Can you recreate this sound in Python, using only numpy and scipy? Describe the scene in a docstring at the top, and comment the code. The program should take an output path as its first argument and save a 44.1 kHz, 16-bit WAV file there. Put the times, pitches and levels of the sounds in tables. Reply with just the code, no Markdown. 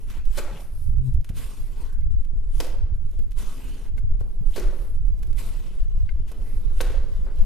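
"""Wet mortar is flung at a masonry wall four times in a bare basement: click bursts with resonant
pockets make the slaps, damped sines the blobs and droplets. In between, filtered grains make the trowel
scrape, tick and squelch on a plastic tub, and decaying partials make the blade clink. A draught of shaped
noise and low puffs buffets two microphone ports and hums once, mostly across the left one."""
import sys
import numpy as np
from scipy import signal
from scipy.fft import rfft, irfft, next_fast_len
from scipy.io import wavfile
from scipy.ndimage import uniform_filter1d

SR = 44100
rng = np.random.default_rng(int(sys.argv[2]) if len(sys.argv) > 2 else 0)


def store_wav(level_fs):
    """Save 16-bit WAV to argv[1]."""
    pcm = np.round(np.clip(np.atleast_2d(level_fs), -1, 1) * 32767)
    wavfile.write(sys.argv[1], SR, pcm.T.astype(np.int16))


N = 328545
TIME = np.arange(N) / SR

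# Loads sliding off the blade as the arm swings. Each row: release in seconds, level in dB before trim.
SWINGS = [(0.365, -46.5), (2.593, -49.5), (4.556, -51), (6.8, -51.5)]
# Colour of mortar hitting the wall. Each row: frequency in Hz, relative level in dB.
SLAP_COLOUR = [(120, -11.5), (250, -3), (400, -1), (600, -6.5), (850, -7), (1500, -10), (3000, -11.5),
               (6000, -11.5), (10000, -12), (15000, -18.5)]


def gain_of(db):
    """Converts decibels to amplitude."""
    return np.exp(np.asarray(db) * (np.log(10) / 20))


def evened(x):
    """Scales to rms 1."""
    return x / np.sqrt(np.mean(x ** 2) + 1e-20)


def read(points, hz):
    """Interpolates a (Hz, value) table on a log-frequency axis."""
    f, value = np.transpose(points)
    return np.interp(np.log(hz + 1), np.log(f + 1), value)


def resonance(hz, centre_hz, peak_db, width):
    """Level in dB of one resonant peak; width is a share of its pitch."""
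    return peak_db / (1 + (np.log(hz / centre_hz) / width) ** 2)


def add(mix, s, sound):
    """Mixes a sound in at time s."""
    part = mix[max(round(s * SR), 0):][:len(sound)]
    part += sound[:len(part)]


def tinted(x, colour):
    """Gives a steady sound a spectrum, at rms 1."""
    size = next_fast_len(len(x), True)
    gain = gain_of(read(colour, np.fft.rfftfreq(size, 1 / SR)))
    return evened(irfft(rfft(x, size) * gain, size)[:len(x)])


def struck(x, colour, size=2048):
    """Gives a blow a spectrum by a minimum-phase filter, so that its attack stays sharp."""
    log_gain = np.log(gain_of(read(colour, abs(np.fft.fftfreq(size, 1 / SR)))))
    ring = np.fft.ifft(np.exp(np.conj(signal.hilbert(log_gain)))).real[:size // 2]
    return signal.fftconvolve(x, ring / np.linalg.norm(ring))


def grains(count, per_s, spread_db):
    """Random clicks of either sign, a few of them larger than the rest, at rms 1."""
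    sizes = gain_of(spread_db * np.minimum(rng.exponential(1, count), 4))
    signs = rng.choice([-1, 1], count)
    return evened(sizes * signs * (rng.random(count) < per_s / SR))


def burst(length, per_s, spread_db, rise=0.0011):
    """A cluster of clicks that rises and dies away, its spectrum smoothed flat."""
    t = np.arange(2 ** 14) / SR
    shape = np.exp(-t / length) * (1 - np.exp(-t / rise))
    z = rfft(grains(len(t), per_s, spread_db) * shape)
    z /= np.sqrt(uniform_filter1d(abs(z) ** 2, size=70) + 1e-12)
    return evened(irfft(z) * (t < 6 * length)) * np.sqrt(np.mean(shape ** 2))


def plop(db, hz, length, glide, rise):
    """One damped resonance whose pitch slides by glide octaves in each decay time."""
    t = np.arange(0, 6 * length, 1 / SR)
    turns = np.cumsum(hz * 2 ** (glide * t / length)) / SR
    return gain_of(db) * np.sin(2 * np.pi * turns) * np.exp(-t / length) * (1 - np.exp(-t / rise))


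def swell(s, length):
    """A bell-shaped rise and fall around time s."""
    out = np.zeros(N)
    near = slice(max(int((s - 3 * length) * SR), 0), int((s + 3 * length) * SR))
    out[near] = np.exp(-2 * ((TIME[near] - s) / length) ** 2)
    return out


def stroke(s, length, attack, release):
    """Grows to full strength at time s, holds, and dies away exponentially."""
    before = np.minimum(TIME - s, 0) / attack
    after = np.maximum(TIME - s - length, 0) / release
    return np.exp(np.maximum(before - after, -20))


def wander(top_hz):
    """Random motion over the two octaves below top_hz, at rms 1."""
    t, rates = TIME[::64], np.geomspace(top_hz / 4, top_hz, 16)
    motion = sum(np.sin(2 * np.pi * (hz * t + rng.random())) for hz in rates)
    return np.interp(TIME, t, evened(motion))


def patchy(x, depth_db):
    """Lets the colour wander in patches a few hundred hertz wide and some tens of ms long, at rms 1."""
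    z = signal.stft(x, nperseg=512, noverlap=384)[2]
    patches = rng.standard_normal(z.shape)
    for _ in range(2):
        patches = uniform_filter1d(patches, size=5, axis=0)
        patches = uniform_filter1d(patches, size=16, axis=1)
    z = z * gain_of(depth_db * evened(patches))
    return evened(signal.istft(z, nperseg=512, noverlap=384)[1][:N])


def room_air():
    """The faint steady wash of the room: shaped noise, partly common to both channels."""
    # Each row: frequency in Hz, relative level in dB.
    air_colour = [(100, 12), (300, 4.5), (500, -7), (900, -13.5), (2000, -21.5), (5000, -31.5),
                  (11000, -37), (14000, -81), (15500, -87.5)]
    common, left, right = (tinted(rng.standard_normal(N), air_colour) for _ in range(3))
    return gain_of(-64) * (common + 2.9 * np.array([left, right]))


def gust_strength(side):
    """Strength of rumble and eddies at one port: gusts swell out of a steady lull."""
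    # Each row: middle in seconds, half length in seconds, rumble level in dB, fast eddy level in dB,
    # left-right lean in dB before its share is taken.
    gusts = [(0.3, 0.19, -19.5, -44, -8), (0.922, 0.17, -19.5, -24.5, -12.5),
             (1.162, 0.098, -19.5, -23.5, 0), (2.064, 0.14, -24, -29, 7), (2.44, 1, -20, -42, -3),
             (2.938, 0.27, -26.5, -34, -2), (3.263, 0.39, -23, -43, -7), (4.09, 0.28, -18.5, -34.5, -1),
             (4.578, 0.42, -20, -47.5, -4), (5.02, 0.25, -21, -35.5, -4), (5.343, 0.46, -22.5, -39, -7.5),
             (5.885, 0.18, -17.5, -51, 0), (6.09, 0.27, -20.5, -35.5, 2), (6.83, 0.58, -18, -38, -5),
             (7.377, 0.29, -19, -44, 2)]
    # Share of the lean added at the left port and taken at the right: rumble, eddies.
    port_lean = np.array((0.33, 0.14))
    lull_rumble_db, lull_eddy_db = -30, -51
    power = gain_of([[lull_rumble_db], [lull_eddy_db]]) ** 2
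    for s, length, rumble_db, eddy_db, pan_db in gusts:
        peak = gain_of(np.array([rumble_db, eddy_db]) + side * pan_db * port_lean)
        power = power + np.outer(peak, swell(s, length)) ** 2
    return np.sqrt(power)


def draught():
    """Turbulence partly shared by the ports: gusts of rumble and faster eddies, plus low puffs."""
    # Each row: frequency in Hz, relative level in dB.
    rumble_colour = [(3, 2), (9, 3.5), (20, 6.5), (38, -4.5), (55, -13.5), (80, -45.5), (130, -32.5),
                     (300, -85.5)]
    # Each row: frequency in Hz, relative level in dB.
    eddy_colour = [(30, -1), (55, 8.5), (80, 9), (105, -1), (135, -7), (190, -18), (280, -33), (500, -69),
                   (1200, -102)]
    # Sudden puffs. Each row: middle in seconds, level in dB, pitch in Hz, left-right difference in dB.
    puff_rows = [(0.894, -22.5, 79.6, -14), (1.303, -24.5, 124, -15), (2.064, -20, 61, 15),
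                 (2.148, -19.5, 60.7, 11), (2.337, -31, 110, -9), (2.843, -21, 58, -16),
                 (2.926, -20, 62, -17), (3.036, -25.5, 73, -4), (4.045, -19, 75.5, 10),
                 (4.216, -25, 65.6, 14), (4.413, -28, 128, -7), (5.016, -26, 70, -14),
                 (5.061, -15.5, 31.5, -9), (5.837, -17.5, 36.3, 3), (6.041, -19.5, 61, 15),
                 (6.148, -15, 41.6, 3), (6.996, -21, 55, 6), (7.395, -21.5, 48.7, 6)]
    buffet_rms_db, buffet_top_hz = 3.5, 12
    puff_half_s = 1 / 20
    colours = (rumble_colour, eddy_colour)
    ports = np.zeros((2, N))
    shared = [tinted(rng.standard_normal(N), colour) for colour in colours]
    for port, side in zip(ports, (1, -1)):
        buffets = gain_of(buffet_rms_db * wander(buffet_top_hz))
        for colour, common, strength in zip(colours, shared, gust_strength(side)):
            swirl = tinted(rng.standard_normal(N), colour) + 0.98 * common
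            # level out the noise, so that gust and buffets set the local strength
            local_power = uniform_filter1d(uniform_filter1d(swirl ** 2, size=2000), size=1400)
            port += strength * buffets * swirl / np.sqrt(local_power)
    for s, db, hz, pan_db in puff_rows:
        turns = (np.arange(SR // 10) / SR - puff_half_s) * hz
        puff = np.sin(2 * np.pi * turns) * np.exp(-(turns / .5) ** 2)
        add(ports[0], s - puff_half_s, gain_of(db + pan_db / 2) * puff)
        add(ports[1], s - puff_half_s, gain_of(db - pan_db / 2) * puff)
    return ports


def blade_work():
    """Strength of grit, drag and fizz from all scoops, swings and rubs, summed in power."""
    # Blade scooping a load from the tub. Each row: start in seconds, length in seconds, level in dB
    # before trim, wet fizz in dB re level, easing of the pressure in dB per second.
    scoops = [(0.105, 0.092, -52, -16.5, 65), (1.37, 0.55, -52.5, -3.5, 19.5),
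              (3.388, 0.48, -51.5, -6.5, 9), (5.385, 0.447, -49, -8.5, 25), (6.28, 0.43, -61, -19, -1.5)]
    # Light rubs and dabs. Each row: middle in seconds, half length in seconds, then levels before trim:
    # grit in dB, drag on the tub in dB, wet fizz in dB.
    rubs = [(0.044, 0.18, -61, -54, -69), (0.55, 0.096, -46, -44.5, -69), (1.072, 0.067, -84, -62.5, -68),
            (1.277, 0.07, -72, -64, -71.5), (1.83, 0.094, -51, -48.5, -66.5), (2.41, 0.26, -78, -55, -79.5),
            (3.142, 0.21, -66, -66, -75), (3.983, 0.023, -57, -44, -65), (4.36, 0.59, -68.5, -55, -80.5),
            (4.82, 0.1, -59, -46.5, -80), (5.27, 0.32, -65.5, -52, -75), (6.005, 0.33, -59.5, -55.5, -77.5),
            (6.563, 0.55, -65, -51, -74), (7.158, 0.3, -56, -48.5, -73.5), (7.415, 0.12, -54.5, -47, -72)]
    scoop_attack_s, scoop_release_s, scoop_drag_db = 0.013, 0.026, 3.5
    bite_db, bite_s = 5, 0.14  # extra grit and fizz as the blade first cuts in
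    lift_db, lift_s = 3, 0.22  # extra grit and fizz as the load tears free
    # through a scoop the fizz fades fastest and the tub drone holds up longer than the grit
    fizz_fade_db_per_s, drone_hold_db_per_s = 19, 6
    swing_rise_s, swing_release_s = 0.047, 0.065
    swing_drag_db, swing_fizz_db = -3, -7.5
    moves = []
    for s, length, db, wet_db, easing in scoops:
        age = np.clip(TIME - s, 0, length)
        tear_db = bite_db * np.exp(-age / bite_s) + lift_db * swell(s + length, lift_s)
        drag_db = scoop_drag_db + drone_hold_db_per_s * age
        fizz_db = tear_db + wet_db - fizz_fade_db_per_s * age
        levels_db = db - easing * age + np.array([tear_db, drag_db, fizz_db])
        moves.append(gain_of(levels_db) * stroke(s, length, scoop_attack_s, scoop_release_s))
    for s, db in SWINGS:
        levels = gain_of([db, db + swing_drag_db, db + swing_fizz_db])
        moves.append(np.outer(levels, stroke(s, 0, swing_rise_s, swing_release_s)))
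    for s, length, *levels_db in rubs:
        moves.append(np.outer(gain_of(levels_db), swell(s, length)))
    return np.sqrt(sum(move ** 2 for move in moves))


def trowel():
    """Sand grinds along the blade, the tub drones under the drag, and wet paste fizzes as it parts."""
    # Each row: frequency in Hz, relative level in dB.
    grit_colour = [(400, -11.5), (800, 5.5), (1300, 3.5), (2000, 2), (3000, 2.5), (4500, -1.5),
                   (6500, -6.5), (10000, -17.5)]
    # Each row: frequency in Hz, relative level in dB.
    tub_colour = [(120, 7.5), (230, 4), (330, -0.5), (520, -7), (750, -14), (1200, -18.5), (3000, -49)]
    # Each row: frequency in Hz, relative level in dB.
    fizz_colour = [(3500, -5), (6000, -7), (9000, -3.5), (12000, -5), (14000, -10), (15500, -118)]
    catch_rms_db, catch_top_hz = 1, 40.63  # the blade catches and slips
    patch_rms_db = 2.6  # how far the colour of grit and fizz wanders
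    grit_level, drag_level, fizz_level = blade_work() * gain_of(catch_rms_db * wander(catch_top_hz))
    # dense grit: a fine, fairly even scrape
    scrape = tinted(grains(N, per_s=1200, spread_db=1.8), grit_colour)
    drone = tinted(grains(N, per_s=900, spread_db=2.5), tub_colour)
    paste = tinted(grains(N, per_s=5000, spread_db=1.5), fizz_colour)
    grit = gain_of(-7.5) * grit_level * patchy(scrape, patch_rms_db)
    tub = gain_of(1) * drag_level * drone
    fizz = gain_of(6) * fizz_level * patchy(paste, patch_rms_db)
    return grit + tub + fizz


def handling():
    """Grit cracks and suction pops as click bursts with one cavity pitch; tub and boots knock dully."""
    # Each row: start in seconds, level in dB before trim, decay in seconds, cavity pitch in Hz.
    tick_rows = [(0.099, -48.5, 0.01, 2600), (0.253, -53, 0.0033, 5600), (0.603, -52.5, 0.0089, 7610),
                 (1.13, -61, 0.012, 8500), (1.147, -60, 0.004, 11400), (1.209, -60, 0.0031, 6000),
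                 (1.244, -46.5, 0.0027, 2570), (1.29, -45, 0.004, 2760), (1.778, -58, 0.0036, 11080),
                 (1.921, -60, 0.013, 10500), (2.003, -62, 0.0054, 4250), (2.106, -62.5, 0.011, 5000),
                 (2.229, -62.5, 0.0015, 5000), (2.247, -56, 0.0034, 2970), (2.953, -68, 0.011, 10000),
                 (3.11, -62, 0.004, 10900), (3.19, -52.5, 0.0026, 3000), (3.308, -56, 0.002, 8040),
                 (3.317, -49.5, 0.0022, 3500), (3.329, -58, 0.002, 6000), (3.383, -53, 0.0028, 3000),
                 (4.197, -58, 0.011, 5040), (4.941, -63, 0.014, 10900), (5.064, -62, 0.003, 7000),
                 (5.189, -63, 0.0044, 9100), (5.226, -54, 0.003, 9000), (5.23, -46, 0.0022, 1950),
                 (5.269, -57, 0.003, 6500), (5.308, -60, 0.0017, 10100), (5.329, -49.5, 0.0014, 4430),
                 (5.379, -49.5, 0.0099, 2010), (6.276, -55.5, 0.018, 3000), (6.315, -48.5, 0.0041, 9000),
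                 (7.355, -60, 0.0052, 8500), (7.386, -57.5, 0.005, 6000)]
    # Each row: start in seconds, level in dB before trim, decay in seconds, brightness in dB per octave.
    knock_rows = [(1.304, -25.5, 0.0022, -7.5), (2.259, -54, 0.0047, -7), (2.335, -39, 0.011, -11.5),
                  (3.133, -55, 0.0056, -2), (3.189, -40, 0.01, -7), (4.208, -46, 0.0094, -0.5),
                  (4.42, -39, 0.0095, -9), (6.314, -52.5, 0.011, 2), (6.376, -57.5, 0.14, -3),
                  (6.716, -45.5, 0.0045, -2), (7.263, -56, 0.027, 4.5)]
    # Each row: frequency in Hz, relative level in dB.
    tick_colour = [(300, 15), (900, 6.5), (2500, 4.5), (5000, -1.5), (8000, -3), (12000, 0), (14000, -7),
                   (15500, -12)]
    # Each row: frequency in Hz, relative level in dB.
    knock_colour = [(80, 0), (200, -4.5), (450, -4), (800, -14), (1500, -22), (4000, -53), (12000, -71)]
    cut_share = 0.45  # a cavity radiates little below this share of its pitch
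    rise_share = 0.7  # attack as a share of the decay
    out, hz = np.zeros(N), np.geomspace(100, 16000, 80)
    for s, db, length, cavity_hz in tick_rows:
        level = read(tick_colour, hz) + resonance(hz, cavity_hz, peak_db=2, width=0.18)
        level -= 10 * np.log10(1 + (cut_share * cavity_hz / hz) ** 4)
        crack = burst(length, per_s=4000, spread_db=2, rise=rise_share * length)
        add(out, s, gain_of(db + 9.5) * struck(crack, np.transpose([hz, level])))
    for s, db, length, bright_db in knock_rows:
        colour = [(f, level + bright_db * np.log2(f)) for f, level in knock_colour]
        add(out, s, gain_of(db + 12) * struck(burst(length, per_s=1300, spread_db=2), colour))
    return out


def squelches():
    """Air pockets in the paste ring broadly and rise as they close; at times wet sand slides with a hiss."""
    # Each row: middle in seconds, level in dB before a bell window, half length in seconds, pitch in Hz.
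    squelch_rows = [(0.16, -60.5, 0.12, 2330), (0.493, -49, 0.054, 800), (0.494, -53, 0.046, 1720),
                    (0.568, -50.5, 0.019, 2700), (0.597, -49.5, 0.036, 714), (1.492, -62, 0.14, 1140),
                    (1.826, -59.5, 0.13, 940), (1.915, -65, 0.12, 1540), (2.555, -66, 0.038, 3060),
                    (3.472, -58, 0.15, 1190), (3.656, -50.5, .22, 273), (3.686, -59, 0.21, 2860),
                    (4.545, -52.5, 0.028, 3200), (5.678, -64, 0.1, 2840), (6.496, -64, 0.12, 2060),
                    (6.792, -58, 0.039, 3080)]
    # Each row: middle in seconds, level in dB, half length in seconds.
    slides = [(0.618, -58, 0.083), (0.805, -59.5, 0.16), (4.315, -72, 0.12), (4.82, -60, 0.16),
              (6.512, -62, 0.16)]
    # Each row: frequency in Hz, relative level in dB.
    slide_colour = [(3500, -15), (5200, -11.5), (7000, -16.5), (8200, -12.5), (9000, -6.5), (11500, -5),
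                    (13200, -9), (14000, -42), (15500, -30)]
    rise_octaves = 0.3
    out = np.zeros(N)
    for s, db, length, hz in squelch_rows:
        count = int(2 * length * SR)
        pocket = [(hz / 3, -40), (hz / 1.4, -14), (hz, 0), (hz * 1.33, -14), (hz * 3, -40)]
        ring = tinted(grains(2 * count, per_s=850, spread_db=1), pocket)
        # reading faster and faster raises the pitch
        closing = np.cumsum(2 ** (rise_octaves * np.linspace(-.5, .5, count)))
        rising = np.interp(closing, np.arange(2 * count), ring)
        add(out, s - length, gain_of(db) * np.hanning(count) * rising)
    sliding = sum(gain_of(db) * swell(s, length) for s, db, length in slides)
    return out + sliding * tinted(grains(N, per_s=8700, spread_db=2), slide_colour)


def slaps():
    """Each lump squashes flat: its mass thuds, trapped air pockets pop, and water spits out."""
    # Each row: start in seconds, level in dB before trim, decay in seconds, heavy thud in dB,
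    # wet spray in dB, large air pocket in Hz, small air pocket in Hz.
    lumps = [(0.371, -40.5, 0.016, 4.5, 3, 3530, 7800), (0.377, -35, 0.0069, -0.5, -9, 1480, 4490),
             (0.385, -32.5, 0.0056, 1, -5.5, 1300, 2390), (0.392, -35, 0.0031, 11, -5, 980, 1810),
             (2.6013, -28.5, 0.0039, 1.5, -3.5, 3180, 5100), (2.607, -33.5, 0.0054, 8, -4, 960, 5160),
             (4.559, -38.5, 0.017, 5.5, -4.5, 1740, 4400), (4.576, -38, 0.013, 8, -6, 630, 1470),
             (4.596, -40.5, 0.004, 1, -1, 1650, 5600), (6.8042, -28.5, 0.0044, -1, -15, 1530, 3800),
             (6.809, -32.5, 0.0061, 1, 2, 1020, 2890)]
    out, hz = np.zeros(N), np.geomspace(100, 16000, 400)
    for s, db, spread, thud_db, spray_db, *pockets in lumps:
        tilt = [(600, thud_db), (1300, 0.0026), (3000, 0.0043), (8000, spray_db)]
        level = read(SLAP_COLOUR, hz) + read(tilt, hz)
        for pocket_hz in pockets:
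            level += resonance(hz, pocket_hz, peak_db=6.5, width=0.08)
        lump = burst(spread, per_s=3500, spread_db=2)
        add(out, s, gain_of(db + 7.5) * struck(lump, np.transpose([hz, level])))
    return out


def blobs():
    """The soft mass of each load, and blobs dropping off it, land with a damped, slightly falling plop."""
    # Each row: start in seconds, level in dB, pitch in Hz, decay in seconds.
    blob_rows = [(0.378, -26.5, 594, 0.0069), (0.386, -31, 436, 0.006), (0.485, -45, 530, 0.0064),
                 (2.603, -26, 415, 0.0058), (2.626, -35.5, 370, 0.0088), (2.644, -33, 530, 0.0076),
                 (2.666, -32, 610, 0.0055), (4.56, -24.5, 620, 0.0035), (4.578, -19.5, 392, 0.0057),
                 (4.606, -34, 483, 0.0082), (4.633, -34, 388, 0.01), (4.655, -36, 350, 0.007),
                 (4.68, -38, 500, 0.0061), (4.725, -36.5, 580, 0.0088), (4.82, -43, 448, 0.009),
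                 (6.805, -20.5, 507, 0.0053), (6.832, -32, 497, 0.006), (6.903, -31.5, 420, 0.0062),
                 (6.943, -29.5, 547, 0.0074)]
    out = np.zeros(N)
    for s, db, hz, length in blob_rows:
        add(out, s, plop(db, hz, length, glide=-0.042, rise=0.0011))
    return out


def spatter():
    """Loose crumbs rain on wall and floor; the wettest pop as droplets, each at its own pitch."""
    # Each row: start in seconds, level in dB before trim, decay in seconds, wet spray in dB.
    crumbs = [(0.412, -49.5, 0.06, -5), (0.475, -53, 0.027, 0), (0.548, -64, 0.017, 3),
              (2.611, -35.5, 0.038, -1.5), (2.68, -58, 0.042, -10), (4.603, -37, 0.045, -9),
              (4.697, -54.5, 0.12, -14), (6.825, -39.5, 0.078, -12), (6.926, -45, 0.046, -17)]
    droplet_count, droplet_cycles = 50, 4  # number per throw, decay in cycles
    loudest_db, fade_db_per_s = -35, 58.5  # level before the fade, size and pitch losses
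    wait_s, span_s = 0.04, 0.36
    low_hz, high_hz = 1098, 5000
    out = np.zeros(N)
    for s, db, length, spray_db in crumbs:
        colour = [(hz, level + read([(2500, 0), (9000, spray_db)], hz)) for hz, level in SLAP_COLOUR]
        patter = burst(length, per_s=600, spread_db=1, rise=0.025)
        add(out, s, gain_of(db - 0.5) * struck(patter, colour))
    for s, _ in SWINGS:
        for when, pitch, size in rng.random((droplet_count, 3)):
            delay = wait_s + span_s * when
            hz = low_hz * (high_hz / low_hz) ** pitch
            db = loudest_db - fade_db_per_s * delay - 9 * size - 5 * pitch
            add(out, s + delay, plop(db, hz, droplet_cycles / hz, glide=0.05, rise=0.0006))
    return out


def port_hum():
    """Vortices shed at the port edge; their pitch follows the air speed, given as a pitch track."""
    # Each row: time in seconds, pitch in Hz, level in dB before the port gains.
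    hum_track = [(0.929, 90.4, -76), (0.972, 111.9, -34.5), (1.021, 123.7, -25.5), (1.06, 130.8, -23.5),
                 (1.091, 124.3, -19.5), (1.13, 110, -45)]
    # Each row: multiple of the pitch, level in dB re the track.
    partials = [(1, 1.5), (2, -23), (3, -32.5), (4, -44)]
    s, hz, db = np.transpose(hum_track)
    turns = np.cumsum(np.interp(TIME, s, hz)) / SR
    tone = sum(gain_of(level) * np.sin(2 * np.pi * round(k) * turns) for k, level in partials)
    strength = gain_of(np.interp(TIME, s, db, left=-120, right=-120))
    return tone * strength * gain_of([[2.5], [-12]])  # left, right


def clinks():
    """The steel blade rings only briefly, damped by the mortar on it: a sum of decaying partials."""
    # Each row: start in seconds, level in dB before trim.
    clink_rows = [(2.02, -48), (3.979, -34.5), (6.073, -51), (6.091, -27.5)]
    # Each row: frequency in Hz, relative level in dB, time to fall 60 dB in seconds.
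    blade_modes = [(2127, 2, 0.036), (2360, -1, 0.015), (1556, -1, 0.021), (2750, -2.5, 0.019),
                   (3100, -17, 0.034), (3840, -22, 0.026), (4630, -14, 0.022)]
    out, t = np.zeros(N), np.arange(SR // 4) / SR
    ring = np.zeros(len(t))
    for hz, db, t60 in blade_modes:
        ring += gain_of(db - 60 * t / t60) * np.sin(2 * np.pi * (hz * t + rng.random()))
    for s, db in clink_rows:
        add(out, s, gain_of(db - 11.5) * ring * (1 - np.exp(-t / 0.00056)))
    return out


def placed(x, width, left_db):
    """Direct sound, coloured by reflections off wall and floor and widened by a short random filter."""
    # Each row: delay in seconds, amplitude re the direct sound.
    reflections = [(0.00198, 0.24), (0.0046, 0.16), (0.0073, 0.13)]
    early = evened(rng.standard_normal(300) * np.hanning(300)) / np.sqrt(300)
    paths = np.zeros(400)
    paths[0] = 1
    for delay, share in reflections:
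        paths[round(delay * SR)] = share
    mid = signal.oaconvolve(x, paths / np.linalg.norm(paths))[:N]
    side = width * signal.oaconvolve(x, early)[:N]
    return np.array([(mid + side) * gain_of(left_db / 2), (mid - side) * gain_of(-left_db / 2)])


def basement(x, onset=0.0005, build=0.021):
    """Diffuse echo of bare masonry: sparse random taps that decay at a rate set for each frequency."""
    # Each row: frequency in Hz, time to fall 60 dB in seconds.
    room_t60 = [(150, 0.51), (500, 0.91), (1000, 0.72), (2500, 0.68), (5000, 0.61), (9000, 0.43),
                (15000, 0.3)]
    # Each row: frequency in Hz, relative level in dB.
    room_colour = [(150, 9.5), (450, 0), (900, 3), (3000, 0), (7000, -1), (14000, 0.5)]
    # Each row: frequency in Hz, left-right likeness from 0 to 1.
    room_likeness = [(150, 0.39), (600, 0.87), (2000, 0.89), (6000, 0.2), (15000, 0.46)]
    taps = rng.standard_normal((2, SR)) * (rng.random((2, SR)) < .15)
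    hz, t, z = signal.stft(taps, SR, nperseg=256)
    same = np.clip(read(room_likeness, hz), 0, 1)[:, None]
    mid, side = np.sqrt(1 + same) * z[0], np.sqrt(1 - same) * z[1]
    decay_db = read(room_colour, hz)[:, None] - 60 * t / read(room_t60, hz)[:, None]
    z = np.array([mid + side, mid - side]) * gain_of(decay_db)
    tail = signal.istft(z, SR, nperseg=256)[1][:, :SR]
    tail = tail * np.clip((TIME[:SR] - onset) / build, 0, 1)
    return signal.fftconvolve(x[None], tail / np.linalg.norm(tail[0]), axes=1)[:, :N]


def echoes(x):
    """Crossfades round three tails, 45 steps a second, so that the echo stays smooth and does not ring."""
    turn = (TIME * 45) % 3
    out = 0
    for k in range(3):
        distance = abs((turn - k + 3 / 2) % 3 - 3 / 2)
        share = np.cos(np.pi / 2 * np.minimum(distance, 1))
        out = out + basement(x * share)
    return out


def scene():
    """Wall and tub in the echoing basement, with the draught right at the microphone."""
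    scoop = trowel() + squelches()
    small = handling()
    wall = slaps() + blobs() + spatter()
    steel = clinks()
    direct = placed(scoop, width=0.45, left_db=0.5)
    direct += placed(small + steel, width=0.42, left_db=-0.5)
    direct += placed(wall, width=0.33, left_db=2.5)
    sent = gain_of(-13.5) * scoop + gain_of(-8.5) * small + gain_of(-7.5) * wall + gain_of(-22) * steel
    echo = echoes(sent) * gain_of([[1.1], [-1.1]])
    return direct + echo + room_air() + draught() + port_hum()


def record(dry):
    """Limits the band with a steep low-pass filter."""
    edge_hz = 15400
    low_pass = signal.firwin(401, edge_hz, window=("kaiser", 9), fs=SR)
    return signal.oaconvolve(dry, low_pass[None], "same")


dry = scene()
out = record(dry)
store_wav(out)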